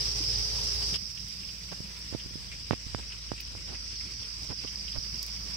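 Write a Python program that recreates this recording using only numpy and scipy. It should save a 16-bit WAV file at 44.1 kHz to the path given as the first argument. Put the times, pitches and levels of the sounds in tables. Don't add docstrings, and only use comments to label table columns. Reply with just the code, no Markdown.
import sys
import numpy as np
from scipy import signal
from scipy.fft import rfft, irfft, next_fast_len
from scipy.io import wavfile
from scipy.ndimage import uniform_filter1d

SR = 44100
rng = np.random.default_rng(int(sys.argv[2]) if len(sys.argv) > 2 else 0)


def unload_wav(signal):
    wavfile.write(
        sys.argv[1],
        SR,
        np.round(np.clip(np.atleast_2d(signal).T, -1, 1) * 32767).astype(np.int16),
    )


N = 245219
CHANGE_S, CHANGE_FADE_S = 0.97, 0.006
STROKE_S, NEAR_CRICKETS_PAN_DB = .0049, -6

# frequency in Hz, gain in dB.
CHORUS_COLOUR = [(3900, -27), (4300, -17), (4600, -8), (4950, 1), (5250, -2), (5500, -4.5), (5850, -4.5),
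                 (6050, -12), (6220, -27), (6600, -54)]
# time in seconds, level in dB, pan in dB.
CHORUS_BY_STOVE = [(1.0, -44, -8), (2.2, -46, -1.5), (3.56, -45.5, -1), (3.7, -43.5, -3), (5.56, -41.5, -6)]
# start in seconds, level in dB.
NEAR_STROKES = [(0.3566, -22.5), (3.4017, -31), (4.4308, -30.5), (4.5885, -29), (4.6458, -30),
                (4.7562, -26.5), (4.8075, -29), (4.9187, -29.5), (4.9841, -25), (5.0345, -30.5),
                (5.1417, -28), (5.1921, -28)]
# start in seconds, level in dB, throat resonance in Hz.
NEAR_FROGS = [(0.819, -38, 3170), (0.94, -27.5, 3120), (1.172, -38, 2970), (1.4868, -40, 2960),
              (2.1952, -38, 3100), (2.515, -34.5, 2450), (2.7206, -34, 2650), (3.1188, -35.5, 2740),
              (3.3774, -39.5, 2800), (3.3974, -38, 2760), (3.7462, -37.5, 2400), (4.002, -41, 2370),
              (4.2275, -41, 3170), (4.6726, -37, 3120), (4.878, -35, 2950), (4.926, -40, 3220)]
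# time in seconds, level in dB.
HUM_BY_STOVE = [(1, -52), (2.4, -50), (3, -47), (3.6, -47), (4.2, -49), (5.3, -46)]
# multiple of the fundamental, level in dB close up, level in dB by the stove.
HUM_OVERTONES = [(2, -51, -64.5), (3, -66, -66), (6, -59, -78), (7, -54.5, -75.5), (8, -64.5, -75.5),
                 (9, -64.5, -85), (14, -62, -90)]
# start in seconds, level in dB, pan in dB.
FIRE_SNAPS = [(1.285, -36, 4), (1.9909, -41, 6), (3.4062, -32.5, 10), (3.4123, -36, 8), (4.4223, -40, 5),
              (4.4443, -40, 7), (5.1786, -38, -9), (5.2288, -22.5, 0), (5.2649, -28, 3)]
# frequency in Hz, gain in dB.
SNAP_COLOUR = [(1500, -38), (2500, -17), (5000, 4), (7500, -4), (11000, -5.5), (15600, 0)]
# start in seconds, level in dB, pitch in Hz.
STOVE_THUDS = [(0.204, -32, 302), (0.925, -28.5, 170), (1.023, -34, 173), (1.844, -34.5, 160),
               (5.132, -38, 171)]
# time in seconds, level in dB, contact in ms, direction as +1 or -1.
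FINGER_TAPS = [(1.805, -26, 3.1, 1), (2.127, -24.5, 1.8, 1), (2.1498, -16, 1.86, 1), (2.261, -28.5, 3.8, 1),
               (2.31, -33.5, 2.4, 1), (2.357, -24.5, 3, 1), (2.7094, -6, 0.53, -1), (2.7332, -13, 0.85, 1),
               (2.868, -27.5, 5.8, -1), (2.948, -13.5, 0.48, 1), (3.318, -15, 0.8, 1),
               (3.552, -30, 0.88, 1), (4.986, -21, 11.6, 1)]
# pitch in Hz, dB relative to the tap, seconds to fall 60 dB.
CASE_MODES = [(115, -9, .045), (200, -14, .03)]
# start in seconds, length in seconds, level in dB.
FINGER_RUBS = [(1.71, .03, -31), (2.115, 0.056, -36.5), (2.2, 0.43, -46), (2.703, 0.047, -30),
               (2.819, 0.31, -44), (2.975, 0.036, -39), (3.318, 0.029, -39.5), (3.452, .25, -44.5),
               (3.654, .13, -41), (4.401, 0.082, -45), (4.485, 0.059, -33.5), (4.633, 0.029, -35.5),
               (4.935, 0.055, -36)]
# time in seconds, level in dB.
DRONE_LEVEL = [(0, -56), (1, -53.5), (1.95, -54.5), (3.1, -63), (4.6, -58), (5.1, -53.5), (5.56, -52.5)]
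# frequency in Hz, left level in dB per Hz, right minus left in dB,
# extra dB near the generator.
NIGHT_AIR = [(30, -91, 5, 2), (60.4, -71, 4.5, -5), (101, -75, 1, 13), (170, -84, -2, 3.5),
             (300, -88, 1, 4), (460, -96, 3.5, 12.5), (620, -99, 6.5, 10.5), (750, -105, 6.5, 15.5),
             (950, -98.5, 6.5, 11), (1630, -94.5, 3.5, 7.5), (2300, -85.5, 0, 5.5), (4040, -87.5, 2, 9.5),
             (6470, -94, -0.5, 11), (7170, -91.5, 1, 9), (8040, -87, 4, 7), (8730, -92, 6, 8),
             (9430, -100, 3, 11.5), (11300, -105, -2, 13.5), (15300, -106, 1, 11.5)]
# frequency in Hz, likeness from 0 to 1.
AIR_LIKENESS = [(60, 1), (450, 0.79), (1200, 0.12), (3000, 0.014)]
# time in seconds, gain in dB around 800 Hz.
RIVER_SWELL = [(1, -6), (1.5, -3), (1.9, 1.5), (4.2, 1), (5.3, 2), (5.56, 6.5)]
# frequency in Hz, gain in dB.
RIGHT_PORT_DIP = [(6200, 0), (7000, -6), (7500, -13), (8000, -26), (8600, -33), (9300, -24), (10000, -15),
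                  (12000, -8), (15500, -8)]
# frequency in Hz, gain in dB.
BASS_CUT = [(15, -9), (30, -5), (42, 0)]


def cricket_chorus(strokes_per_s=60, spread_db=2.5, blur=.55, patchy_db=1.46):
    near = np.zeros((2, N))
    for hz in np.linspace(4200, 6300, 24):
        onsets = rng.random((2, N)) < strokes_per_s / SR
        strength = gain_of(spread_db * np.minimum(rng.exponential(1, (2, N)), 3.5))
        near += signal.oaconvolve(onsets * strength, wing_stroke(hz, STROKE_S)[None], axes=1)[:, :N]
    far = coloured(rng.standard_normal((2, N)), [(3800, -30), (3900, 0), (6500, 0), (6700, -30)])
    song = coloured((1 - blur) * unit_rms(near) + blur * unit_rms(far), CHORUS_COLOUR)
    spectrum = signal.stft(song, SR, nperseg=256)[2]
    spectrum *= gain_of(patchy_db * patches(spectrum.shape[1:], bins=4, frames=22))
    song = unit_rms(signal.istft(spectrum, SR, nperseg=256)[1][:, :N])
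    t = np.arange(N) / SR
    db = by_place(t, at_generator=-34.5, at_stove=at_time(CHORUS_BY_STOVE, t))
    pan_db = by_place(t, at_generator=-3.2, at_stove=at_time(CHORUS_BY_STOVE, t, column=2))
    return np.sqrt(2) * gain_of(db) * panned(song, pan_db)


def wing_stroke(hz, length_s, sag=0.038):
    t = np.arange(0, length_s, 1 / SR)
    pitch_hz = hz * (1 + sag * (.5 - t / length_s))
    return np.sin(np.pi * t / length_s) * np.sin(2 * np.pi * np.cumsum(pitch_hz) / SR)


def near_crickets(hz=4920):
    out = np.zeros(N)
    for start, db in NEAR_STROKES:
        add(out, start, gain_of(db) * wing_stroke(hz, STROKE_S))
    return panned(out, NEAR_CRICKETS_PAN_DB)


def cricket_trill(start=3.82, length_s=.5, hz=4480, strokes_per_s=75, db=-47, jitter=.3, spread_db=1.5):
    out = np.zeros(N)
    offsets = np.arange(0, length_s, 1 / strokes_per_s)
    for offset, swell in zip(offsets, signal.windows.tukey(len(offsets), .4)):
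        late, loud = rng.standard_normal(2)
        stroke = swell * gain_of(db + spread_db * loud) * wing_stroke(hz, 2 * STROKE_S)
        add(out, start + offset + jitter * late / strokes_per_s, stroke)
    return panned(out, NEAR_CRICKETS_PAN_DB)


def frog_click(hz, decay_s, half_band_hz=350, pulses_per_s=350, click_db=-9):
    t = np.arange(4400) / SR
    pulses = rng.standard_normal((2, len(t))) * (0.35 + np.cos(np.pi * pulses_per_s * t) ** 2)
    pulses[1] = 0.47 * pulses[0] + 1.1 * pulses[1]
    envelope = (1 - np.exp(-t / 0.00094)) * (np.exp(-t / decay_s) + 0.14 * np.exp(-t / 0.025))
    burst = pulses * envelope
    throat = signal.butter(2, [hz - half_band_hz, hz + half_band_hz], "band", fs=SR, output="sos")
    wide = signal.butter(2, [2000, 4600], "band", fs=SR, output="sos")
    return 2.3 * (signal.sosfilt(throat, burst) + gain_of(click_db) * signal.sosfilt(wide, burst))


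def frogs(far_db=-51, spread_db=6.5):
    out = np.zeros((2, N))
    for start, db, hz in NEAR_FROGS:
        add(out, start, panned(gain_of(db) * frog_click(hz, decay_s=0.013), pan_db=-0.5))
    for when, pitch, loud, side in rng.random(size=(55, 4)):
        call = gain_of(far_db + spread_db * loud) * frog_click(2300 + 900 * pitch, decay_s=0.012)
        add(out, when * N / SR, panned(call, pan_db=6 * (side - .5)))
    return out


def generator(hz=58.5, close_db=-41, right_lag_rad=0.64, waver_db=1.5):
    t = np.arange(N) / SR
    phase = 2 * np.pi * hz * t - np.array([[0], [right_lag_rad]])
    waver = unit_rms(uniform_filter1d(uniform_filter1d(rng.standard_normal((2, N)), 2500), 2500))
    tone = gain_of(by_place(t, close_db, at_time(HUM_BY_STOVE, t)) + waver_db * waver) * np.sin(phase)
    for multiple, near_db, far_db in HUM_OVERTONES:
        overtone = np.sin(round(multiple) * phase + 2 * np.pi * rng.random())
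        tone += gain_of(by_place(t, near_db, far_db)) * overtone
    return panned(np.sqrt(2) * tone, pan_db=-2.0)


def wood_fire(small_db=-64, tail_db=-20):
    t, out = np.arange(1800) / SR, np.zeros((2, N))
    click = 2.5 * (t == 0)
    decay = np.exp(-t / 0.00083) + gain_of(tail_db) * np.exp(-t / 0.014)
    envelope = np.minimum(t / 0.00021, 1) * decay
    small = [(when * N / SR, small_db + 12 * loud, 0) for when, loud in rng.random(size=(100, 2))]
    for start, db, pan_db in list(FIRE_SNAPS) + small:
        snap = click + rng.standard_normal(len(t)) * envelope
        add(out, start, panned(gain_of(db) * snap, pan_db))
    return coloured(out, SNAP_COLOUR)


def stove_thuds(t60=0.058):
    t, out = np.arange(0, .15, 1 / SR), np.zeros(N)
    attack = 1 - np.exp(-t / 0.0018)
    for start, db, hz in STOVE_THUDS:
        add(out, start, attack * gain_of(db - 60 * t / t60) * np.sin(2 * np.pi * hz * t))
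    return panned(out, pan_db=-1.4)


def finger_taps(rise=0.44, fall=0.26, crack_hz=2800, crack_s=.00015):
    t, out = np.arange(-700, 5000) / SR, np.zeros(N)
    modes = sum(np.sin(2 * np.pi * hz * t + 0.24) * gain_of(db - 60 * t / t60)
                for hz, db, t60 in CASE_MODES)
    for when, db, contact_ms, direction in FINGER_TAPS:
        width_ms = contact_ms * np.where(t < 0, rise, fall)
        push = np.exp(-abs(1000 * t / width_ms) ** 1.7)
        ring = (t > 0) * (1 - push) * modes
        crack = .07 / contact_ms * np.sin(2 * np.pi * crack_hz * t) * np.exp(-(t / crack_s) ** 2)
        add(out, when + t[0], np.sign(direction) * gain_of(db) * (push - ring + crack))
    return out


def finger_rubs(slow_s=.2, clump_db=2.5):
    out = np.zeros(N)
    for start, length_s, db in FINGER_RUBS:
        db_per_octave = -11 if length_s > slow_s else -5.5
        colour = [(35, -20), (80, 0), (80 * 2 ** 6, 6 * db_per_octave), (16000, 6 * db_per_octave - 22)]
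        grit, unevenness = rng.standard_normal((2, 24000))
        clumps = gain_of(clump_db * unit_rms(uniform_filter1d(unevenness, 80)))
        rub = unit_rms(coloured(grit * clumps, colour))[:round(length_s * SR)]
        add(out, start, gain_of(db) * rub * signal.windows.tukey(len(rub), .9))
    return out


def handling(leak_db=-30):
    return (finger_taps() + finger_rubs()) * gain_of([[leak_db], [0]])


def low_drone(hz=178, half_band_hz=22):
    noise = rng.standard_normal((2, N))
    band = [(hz + step * half_band_hz, db) for step, db in [(-3, -30), (-1, -3), (1, -3), (3, -30)]]
    drone = unit_rms(coloured(noise[0] + 0.35 * noise, band))
    return panned(gain_of(at_time(DRONE_LEVEL, np.arange(N) / SR)) * drone, pan_db=-6.0)


def night_air(patchy_db=1.5, bass_patchy_db=1.0, flicker_db=1.34):
    hz, t, (left, other) = signal.stft(rng.standard_normal((2, N)), SR, nperseg=1024, noverlap=768)
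    hz = hz[:, None]
    likeness = np.clip(at_hz(AIR_LIKENESS, hz), 0, 1)
    right = gain_of(at_hz(NIGHT_AIR, hz, column=2)) * (likeness * left + np.sqrt(1 - likeness ** 2) * other)
    depth_db = patchy_db + bass_patchy_db / (1 + (hz / 500) ** 2)
    drift_db = depth_db * patches(left.shape, bins=10, frames=10)
    flicker = unit_rms(uniform_filter1d(rng.standard_normal(len(t)), 4))
    river_db = np.exp(-np.log((hz + 1) / 800) ** 2) * at_time(RIVER_SWELL, t)
    db = at_hz(NIGHT_AIR, hz) + by_place(t, at_hz(NIGHT_AIR, hz, column=3), river_db)
    spectrum = np.array([left, right]) * gain_of(db + drift_db + flicker_db * flicker)
    return np.sqrt(SR / 2) * signal.istft(spectrum, SR, nperseg=1024, noverlap=768)[1][:, :N]


def by_place(t, at_generator, at_stove):
    before = np.clip((CHANGE_S - t) / CHANGE_FADE_S + .5, 0, 1)
    return before * at_generator + (1 - before) * at_stove


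def patches(shape, bins, frames):
    across_hz = uniform_filter1d(rng.standard_normal(shape), bins, axis=0)
    return unit_rms(uniform_filter1d(across_hz, frames, axis=1))


def gain_of(db):
    return 10 ** (np.asarray(db) / 20)


def unit_rms(x):
    return x / np.sqrt(np.mean(x ** 2) + 1e-20)


def at_time(table, t, column=1):
    columns = np.transpose(table)
    return np.interp(t, columns[0], columns[column])


def at_hz(table, hz, column=1):
    columns = np.transpose(table)
    return np.interp(np.log(hz + 1), np.log(columns[0] + 1), columns[column])


def add(mix, start, sound):
    part = mix[..., round(start * SR):][..., :sound.shape[-1]]
    part += sound[..., :part.shape[-1]]


def panned(sound, pan_db):
    return sound * gain_of(np.array([pan_db / 2, -pan_db / 2]).reshape(2, -1))


def coloured(x, curve):
    size = next_fast_len(x.shape[-1])
    response = gain_of(at_hz(curve, np.fft.rfftfreq(size, 1 / SR)))
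    return irfft(rfft(x, size) * response, size)[..., :x.shape[-1]]


def scene():
    outdoors = night_air() + low_drone() + cricket_chorus() + near_crickets() + frogs() + generator()
    return outdoors + wood_fire() + handling() + stove_thuds() + cricket_trill()


def record(dry, treble_edge_hz=15780):
    ports = np.array([dry[0], coloured(dry[1], RIGHT_PORT_DIP)])
    low_pass = signal.firwin(1023, treble_edge_hz, window=("kaiser", 9), fs=SR)
    return signal.oaconvolve(coloured(ports, BASS_CUT), low_pass[None], "same")


dry = scene()
out = record(dry)
unload_wav(out)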